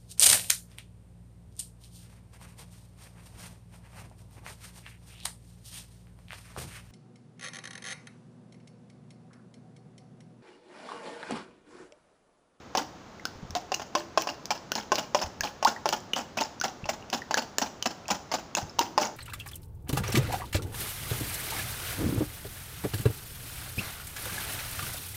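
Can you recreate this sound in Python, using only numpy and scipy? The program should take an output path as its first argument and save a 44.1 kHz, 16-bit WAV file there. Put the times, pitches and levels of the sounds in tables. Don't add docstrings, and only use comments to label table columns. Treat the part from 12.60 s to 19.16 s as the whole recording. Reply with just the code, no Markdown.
import sys
import numpy as np
from scipy import signal
from scipy.fft import rfft, irfft, next_fast_len
from scipy.io import wavfile
from scipy.ndimage import map_coordinates

SR = 44100
rng = np.random.default_rng(int(sys.argv[2]) if len(sys.argv) > 2 else 0)


def waveform_to_disk(signal):
    frames = np.transpose(np.atleast_2d(signal))
    scaled = np.clip(frames, -1, 1) * 32767
    samples = np.round(scaled).astype(np.int16)
    wavfile.write(sys.argv[1], SR, samples)


N = 289296
T = np.arange(SR // 5) / SR

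# start in seconds, relative level in dB, pitch of the favoured modes in Hz.
KNOCKS = [(0.151, -23.5, 730), (0.952, -31.5, 700), (1.119, -25.5, 810), (1.197, -35.5, 835),
          (1.352, -20, 606), (1.575, -16.5, 1080), (1.672, -28, 745), (1.9055, -29, 865), (2.319, -17, 600),
          (2.5473, -17, 590), (3.027, -25, 830), (3.257, -21, 611), (4.256, -36.5, 600), (4.7097, -25, 890),
          (4.994, -37, 600), (5.488, -34, 796), (6.1872, -31, 945), (6.378, -16.5, 614)]
# start in seconds, relative level in dB, length scale in seconds.
SPLATS = [(0.171, -27.5, 0.025), (0.96, -36.5, 0.013), (1.216, -41, 0.0097), (1.688, -36.5, 0.015),
          (1.906, -28, 0.014), (2.154, -34, 0.014), (2.177, -34.5, 0.019), (2.38, -29, 0.018),
          (2.613, -29, 0.023), (2.833, -30, 0.038), (3.068, -26.5, 0.023), (3.288, -37, 0.013),
          (3.325, -26.5, 0.016), (3.56, -28.5, 0.035), (3.77, -29.5, 0.026), (3.805, -27, 0.016),
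          (4.037, -27, 0.02), (4.2883, -27, 0.012), (4.527, -26, 0.022), (4.771, -24.5, 0.015),
          (5.015, -26.5, 0.019), (5.2564, -26, 0.011), (5.502, -23.5, 0.017), (5.715, -31, 0.019),
          (5.737, -27.5, 0.015), (5.968, -27.5, 0.023), (6.209, -30, 0.02), (6.412, -26, 0.042)]
# frequency in Hz, relative gain in dB.
CRACKLE = [(300, 0.5), (1500, -2), (2100, -6), (2850, 1.5), (3900, -5.5), (5200, 2.5), (6500, -1),
           (9000, -1.5), (16000, -7)]


def amp(db):
    return 10 ** (np.asarray(db) / 20)


def along(points, hz):
    point_hz, value = np.transpose(points)
    return np.interp(np.log(hz + 1), np.log(point_hz), value)


def coloured(x, spectrum):
    size = next_fast_len(len(x) + 8192) * 2
    gain = amp(along(spectrum, np.fft.rfftfreq(size, 1 / SR)))
    cepstrum = irfft(np.log(gain))
    cepstrum[1:size // 2] *= 2
    cepstrum[size // 2 + 1:] = 0
    response = np.exp(rfft(cepstrum))
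    return irfft(rfft(x, size) * response, size)[:len(x)]


def fade(t60_s):
    return np.exp(-np.log(1000) * T / t60_s)


def sine(hz):
    return np.sin(2 * np.pi * hz * T)


def noise():
    return rng.standard_normal(len(T))


def normed(x):
    return x / np.sqrt(np.sum(x ** 2) + 1e-20)


def add(track, start_s, x, db):
    start = max(round(start_s * SR), 0)
    part = track[start:start + len(T)]
    event = amp(db) * np.sqrt(SR / 100) * normed(x)
    part += event[:len(part)]


def impulse(scatter_db, t60_s):
    x = amp(scatter_db) * normed(noise() * fade(t60_s))
    x[0] += 1
    return x


def grains(rate_hz, spread_db):
    hits = rng.random(len(T)) < rate_hz / SR
    sign = rng.choice([-1, 1], len(T))
    return hits * sign * amp(spread_db * np.clip(noise(), -2, 2))


def rebound(x, delay_s, share):
    return x - share * np.interp(T - delay_s, T, x, left=0)


def bowl_ring(spot_hz):
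    # frequency in Hz, relative level in dB, t60 in seconds.
    modes = [(226, -23, 0.18), (330, -9.5, 0.33), (446, -24.5, 0.26), (602, 2, 0.12), (758, 9.5, .05),
             (872, 3.5, 0.07), (1055, 5, 0.069), (1290, -36, .045), (1494, 6.5, 0.015)]
    favour_db, favour_octaves = 5.5, 0.13
    ring = np.zeros(len(T))
    for hz, level_db, t60_s in modes:
        favour = favour_db * np.exp(-(np.log2(hz / spot_hz) / favour_octaves) ** 2)
        level = amp(level_db + favour + rng.normal(0, 3))
        ring += level * fade(t60_s) * sine(hz * rng.normal(1, 0.015))
    return ring


def knocks(ring_db=-1, wall_db=0):
    # frequency in Hz, relative gain in dB.
    push_spectrum = [(60, -65), (250, -13), (450, -2), (650, 7), (1050, 0.5), (1500, -18), (2100, -48),
                     (5000, -13.5), (12000, -40)]
    # frequency in Hz, relative gain in dB.
    click_spectrum = [(300, -49), (1500, 13), (2100, 4), (2800, 11.5), (4000, 0), (5200, 10), (6500, 3.5),
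                      (9000, -0.5), (16000, -11)]
    click_db, hard_knock_db, click_db_per_db = -24, -15, 0.79
    bulk_after_s, bulk_db, floor_hz = 0.005, -6, 910
    out = np.zeros(N)
    landings = [(s + bulk_after_s, db + bulk_db, floor_hz) for s, db, _ in SPLATS]
    for start_s, db, spot_hz in KNOCKS + landings:
        delay_s = 0.00425 * (1 + 0.028 * rng.standard_normal())
        push = coloured(impulse(scatter_db=-2.5, t60_s=0.014), push_spectrum)
        push = rebound(push, delay_s, share=0.87)
        body = normed(push) + amp(ring_db) * normed(bowl_ring(spot_hz))
        add(out, start_s, body, db + wall_db)
        click = rebound(impulse(scatter_db=16, t60_s=0.044), delay_s, share=0.31)
        level_db = click_db + click_db_per_db * (db - hard_knock_db)
        add(out, start_s, coloured(click, click_spectrum), level_db)
    return out


def snaps(snap_db=0, ring_share=0.89, ring_t60_s=0.0018):
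    # start in seconds, relative level in dB, ring pitch in Hz.
    films = [(0.1733, -28.5, 5900), (0.654, -29, 5200), (0.907, -41, 6160), (0.952, -31, 4200),
             (1.142, -35, 4870), (1.146, -28, 6800), (1.621, -32, 6200), (1.856, -35.5, 5670),
             (1.9066, -29, 5400), (2.119, -26, 5900), (2.154, -29, 5070), (2.356, -28, 5100),
             (2.384, -32.5, 3720), (2.808, -27, 5900), (2.835, -43, 5650), (3.049, -23, 4740),
             (3.29, -26, 4960), (3.536, -29, 3020), (4.0131, -29, 5700), (4.501, -37.5, 5240),
             (4.743, -23.5, 5900), (4.984, -20, 7660), (5.226, -29.5, 6250), (5.2615, -31, 4940),
             (5.482, -35, 6900), (5.951, -23, 6700), (6.1922, -20.5, 6160)]
    strand_db = -19.5
    out = np.zeros(N)
    strands = [(s + rng.uniform(0.008, 0.022), db + strand_db, hz) for s, db, hz in films]
    for start_s, db, hz in films + strands:
        crack = coloured(impulse(scatter_db=8, t60_s=0.0072), CRACKLE)
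        ring = (1 - np.exp(-T / 0.00013)) * fade(ring_t60_s) * sine(hz)
        ring = rebound(ring, rng.uniform(0.00068, 0.0019), share=0.25)
        add(out, start_s, normed(crack) + ring_share * normed(ring), db + snap_db)
    return out


def splashes(crackle_db=1.02, slap_db=1.5):
    tail_after_s, tail_s, tail_db = 0.044, 0.015, -14.5
    drag_after_s, drag_s, drag_crackle_db, drag_slap_db = 0.018, 0.034, -14.5, -18
    tails = [(s + tail_after_s + rng.normal(0, 0.003), db + tail_db, tail_s) for s, db, _ in SPLATS]
    falls = [(s, db + crackle_db, db + slap_db, length_s) for s, db, length_s in SPLATS + tails]
    drags = [(s + drag_after_s, db + drag_crackle_db, db + drag_slap_db, drag_s) for s, db, _ in KNOCKS]
    return falls + drags


def splats(wet_moments):
    # frequency in Hz, relative gain in dB.
    slap_spectrum = [(50, -57), (140, -6), (230, -0.5), (420, -7), (600, -4), (850, 6), (1100, -7.5),
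                     (1500, -8), (2200, -19), (6000, -94)]
    out = np.zeros(N)
    for start_s, crackle_db, slap_db, length_s in wet_moments:
        landing = (1 - np.exp(-T / 0.0008)) * np.exp(-(T / (1.2 * length_s)) ** 1.54)
        ticks = grains(rate_hz=1900, spread_db=4.0) * landing
        popping = pops(landing ** 2, ring_t60_s=0.006, spread_db=5.5, count=18)
        wet = normed(ticks) + 0.85 * normed(popping)
        add(out, start_s, coloured(wet, CRACKLE), crackle_db)
        slap = grains(rate_hz=1300, spread_db=2.5) * landing
        add(out, start_s, coloured(slap, slap_spectrum), slap_db)
    return out


def pops(landing, ring_t60_s, spread_db, count):
    starts = rng.choice(len(T), count, p=landing / landing.sum())
    hz = rng.uniform(1400, 8000, (count, 1))
    size = amp(spread_db * np.clip(rng.standard_normal((count, 1)), -2, 2))
    life = np.arange(SR // 100)
    waves = size * fade(ring_t60_s)[life] * np.sin(2 * np.pi * hz * T[life])
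    places = starts[:, None] + life
    return np.bincount(places.ravel(), waves.ravel(), len(T))[:len(T)]


def bubble(hz, t60_s, glide, flutter_db=1.5, flutter_hz=350):
    pitch_hz = hz * 2 ** np.minimum(glide * T, 1.2)
    swell = 1 - np.exp(-T * hz / 0.97)
    wander = map_coordinates(rng.standard_normal(256), [T * flutter_hz], order=1)
    flutter = amp(flutter_db * wander)
    return swell * flutter * fade(t60_s) * np.sin(2 * np.pi * np.cumsum(pitch_hz) / SR)


def bubbles(bubble_db=3.0, tick_db=-9):
    # start in seconds, relative level in dB, starting pitch in Hz, upward glide in octaves/s.
    pockets = [(0.152, -27.5, 735, 3), (0.176, -28, 880, 0.77), (0.21, -36.5, 300, 1),
               (0.597, -49, 1980, 12), (0.654, -37.5, 1450, 13), (0.955, -29, 713, 1.1),
               (1.142, -32.5, 2764, 12), (1.689, -37.5, 2670, 14), (2.118, -36.5, 1370, 26),
               (2.32, -22, 593, 1.1), (2.808, -33.5, 1610, 20), (3.0507, -17, 784, 39.4),
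               (3.075, -36.5, 1350, 16), (3.163, -42, 1790, 17), (3.534, -28.5, 2850, 14),
               (3.786, -34.5, 2530, 9.5), (3.812, -33.5, 859, 3.2), (4, -39.5, 5970, 4.1),
               (4.013, -33, 1366, 29), (4.242, -44, 2630, 12), (4.425, -53, 2780, 11),
               (4.619, -40.5, 1830, 7.5), (4.7421, -27, 1573, 24), (4.984, -34, 1690, 12),
               (5.225, -36, 3000, 12), (5.456, -52, 2530, 12), (5.952, -35, 2580, 14),
               (6.096, -49, 5150, 12), (6.19, -21.5, 926, 1.7), (6.206, -31, 327, 1.4)]
    large_t60_s, small_t60_s, middle_hz = 0.075, 0.016, 1130
    out = np.zeros(N)
    for start_s, db, hz, glide in pockets:
        t60_s = small_t60_s + (large_t60_s - small_t60_s) / (1 + (hz / middle_hz) ** 5)
        add(out, start_s, bubble(hz, t60_s, glide), db + bubble_db)
        tick = coloured(impulse(scatter_db=19, t60_s=0.0058), CRACKLE)
        add(out, start_s, tick, db + tick_db - 10 * np.log10(t60_s / small_t60_s))
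    return out


def froth(wet_moments, froth_db=-10, count=3):
    out = np.zeros(N)
    for start_s, db, _, length_s in wet_moments:
        for when, size, weakness in rng.random((count, 3)):
            hz = 1300 * 5 ** size
            level_db = db + froth_db - 9 * weakness - 4 * when
            add(out, start_s + length_s * when, bubble(hz, 40 / hz, 32), level_db)
    return out


def bumps(bump_db=-1):
    # start in seconds, relative level in dB, pitch in Hz.
    contacts = [(0.757, -40, 122), (0.828, -35, 123), (0.899, -37.5, 92), (2.643, -35.5, 105.6),
                (2.803, -40, 101), (4.233, -35, 100), (6.027, -32.5, 96)]
    # frequency in Hz, relative gain in dB.
    thud_spectrum = [(20, -30), (50, -6), (90, 0), (135, -3.5), (200, -11), (400, -22), (1500, -69),
                     (6000, -74)]
    settle_after_s, settle_db, settle_pitch_ratio = 0.0216, -6.5, 0.79
    out = np.zeros(N)
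    settles = [(s + settle_after_s, db + settle_db, hz * settle_pitch_ratio) for s, db, hz in contacts]
    for start_s, db, hz in contacts + settles:
        rock = (1 - np.exp(-T / 0.0039)) * fade(3.2 / hz) * sine(hz)
        scuff = coloured(noise() * fade(0.064), thud_spectrum)
        add(out, start_s, 0.62 * normed(scuff) - normed(rock), db + bump_db)
    return out


def kitchen(x, near_db=-11, room_db=-13.0):
    # frequency in Hz, t60 in seconds.
    decay = [(150, 0.98), (900, 0.46), (2500, 0.34), (6000, 0.46), (15000, 0.42)]
    out = np.zeros(N + 2 * SR)
    hop = SR // 12
    for start in range(0, N, hop):
        hz, t, z = signal.stft(rng.standard_normal(SR // 2), SR, nperseg=256)
        z = z * np.exp(-np.log(1000) * t / along(decay, hz)[:, None])
        tail = signal.istft(z, SR, nperseg=256)[1]
        tail *= 1 - np.exp(-np.arange(len(tail)) / SR / 0.0023)
        echo = amp(room_db) * normed(tail)
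        near = noise() * fade(0.068) * (T > 0.001)
        echo[:len(T)] += amp(near_db) * normed(near)
        piece = x[start:start + 2 * hop]
        window = np.sin(np.pi * np.arange(len(piece)) / (2 * hop))
        wet = signal.fftconvolve(piece * window, echo)
        out[start:start + len(wet)] += wet
    return out[:N]


def hush(hush_db=-48.0):
    # frequency in Hz, relative gain in dB.
    hush_spectrum = [(20, -18), (45, -6.5), (80, 0.5), (200, 0.5), (400, -2.5), (800, -5), (1300, -8.5),
                     (2300, -17), (4000, -19.5), (6500, -21), (16000, -36.5)]
    x = coloured(rng.standard_normal(N), hush_spectrum)
    return amp(hush_db) * x / np.std(x)


def scene():
    # frequency in Hz, gain in dB.
    radiation = [(20, -34), (70, -18), (140, -9), (220, 0)]
    wet_moments = splashes()
    egg = snaps() + splats(wet_moments) + bubbles() + froth(wet_moments)
    whisking = coloured(knocks() + egg, radiation) + bumps()
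    return (whisking + kitchen(whisking) + hush())[None]


def record(dry):
    # frequency in Hz, gain in dB.
    response = [(6700, -0.5), (7500, -7), (8500, -16), (10200, -13.5), (12000, -17), (13800, -15.5),
                (14700, 0), (15250, -2.5), (15800, -25)]
    top_hz = 16600
    x = coloured(dry[0], response)
    size = next_fast_len(N + 8192)
    passed = np.fft.rfftfreq(size, 1 / SR) < top_hz
    return irfft(rfft(x, size) * passed, size)[None, :N]


dry = scene()
out = record(dry)
waveform_to_disk(out)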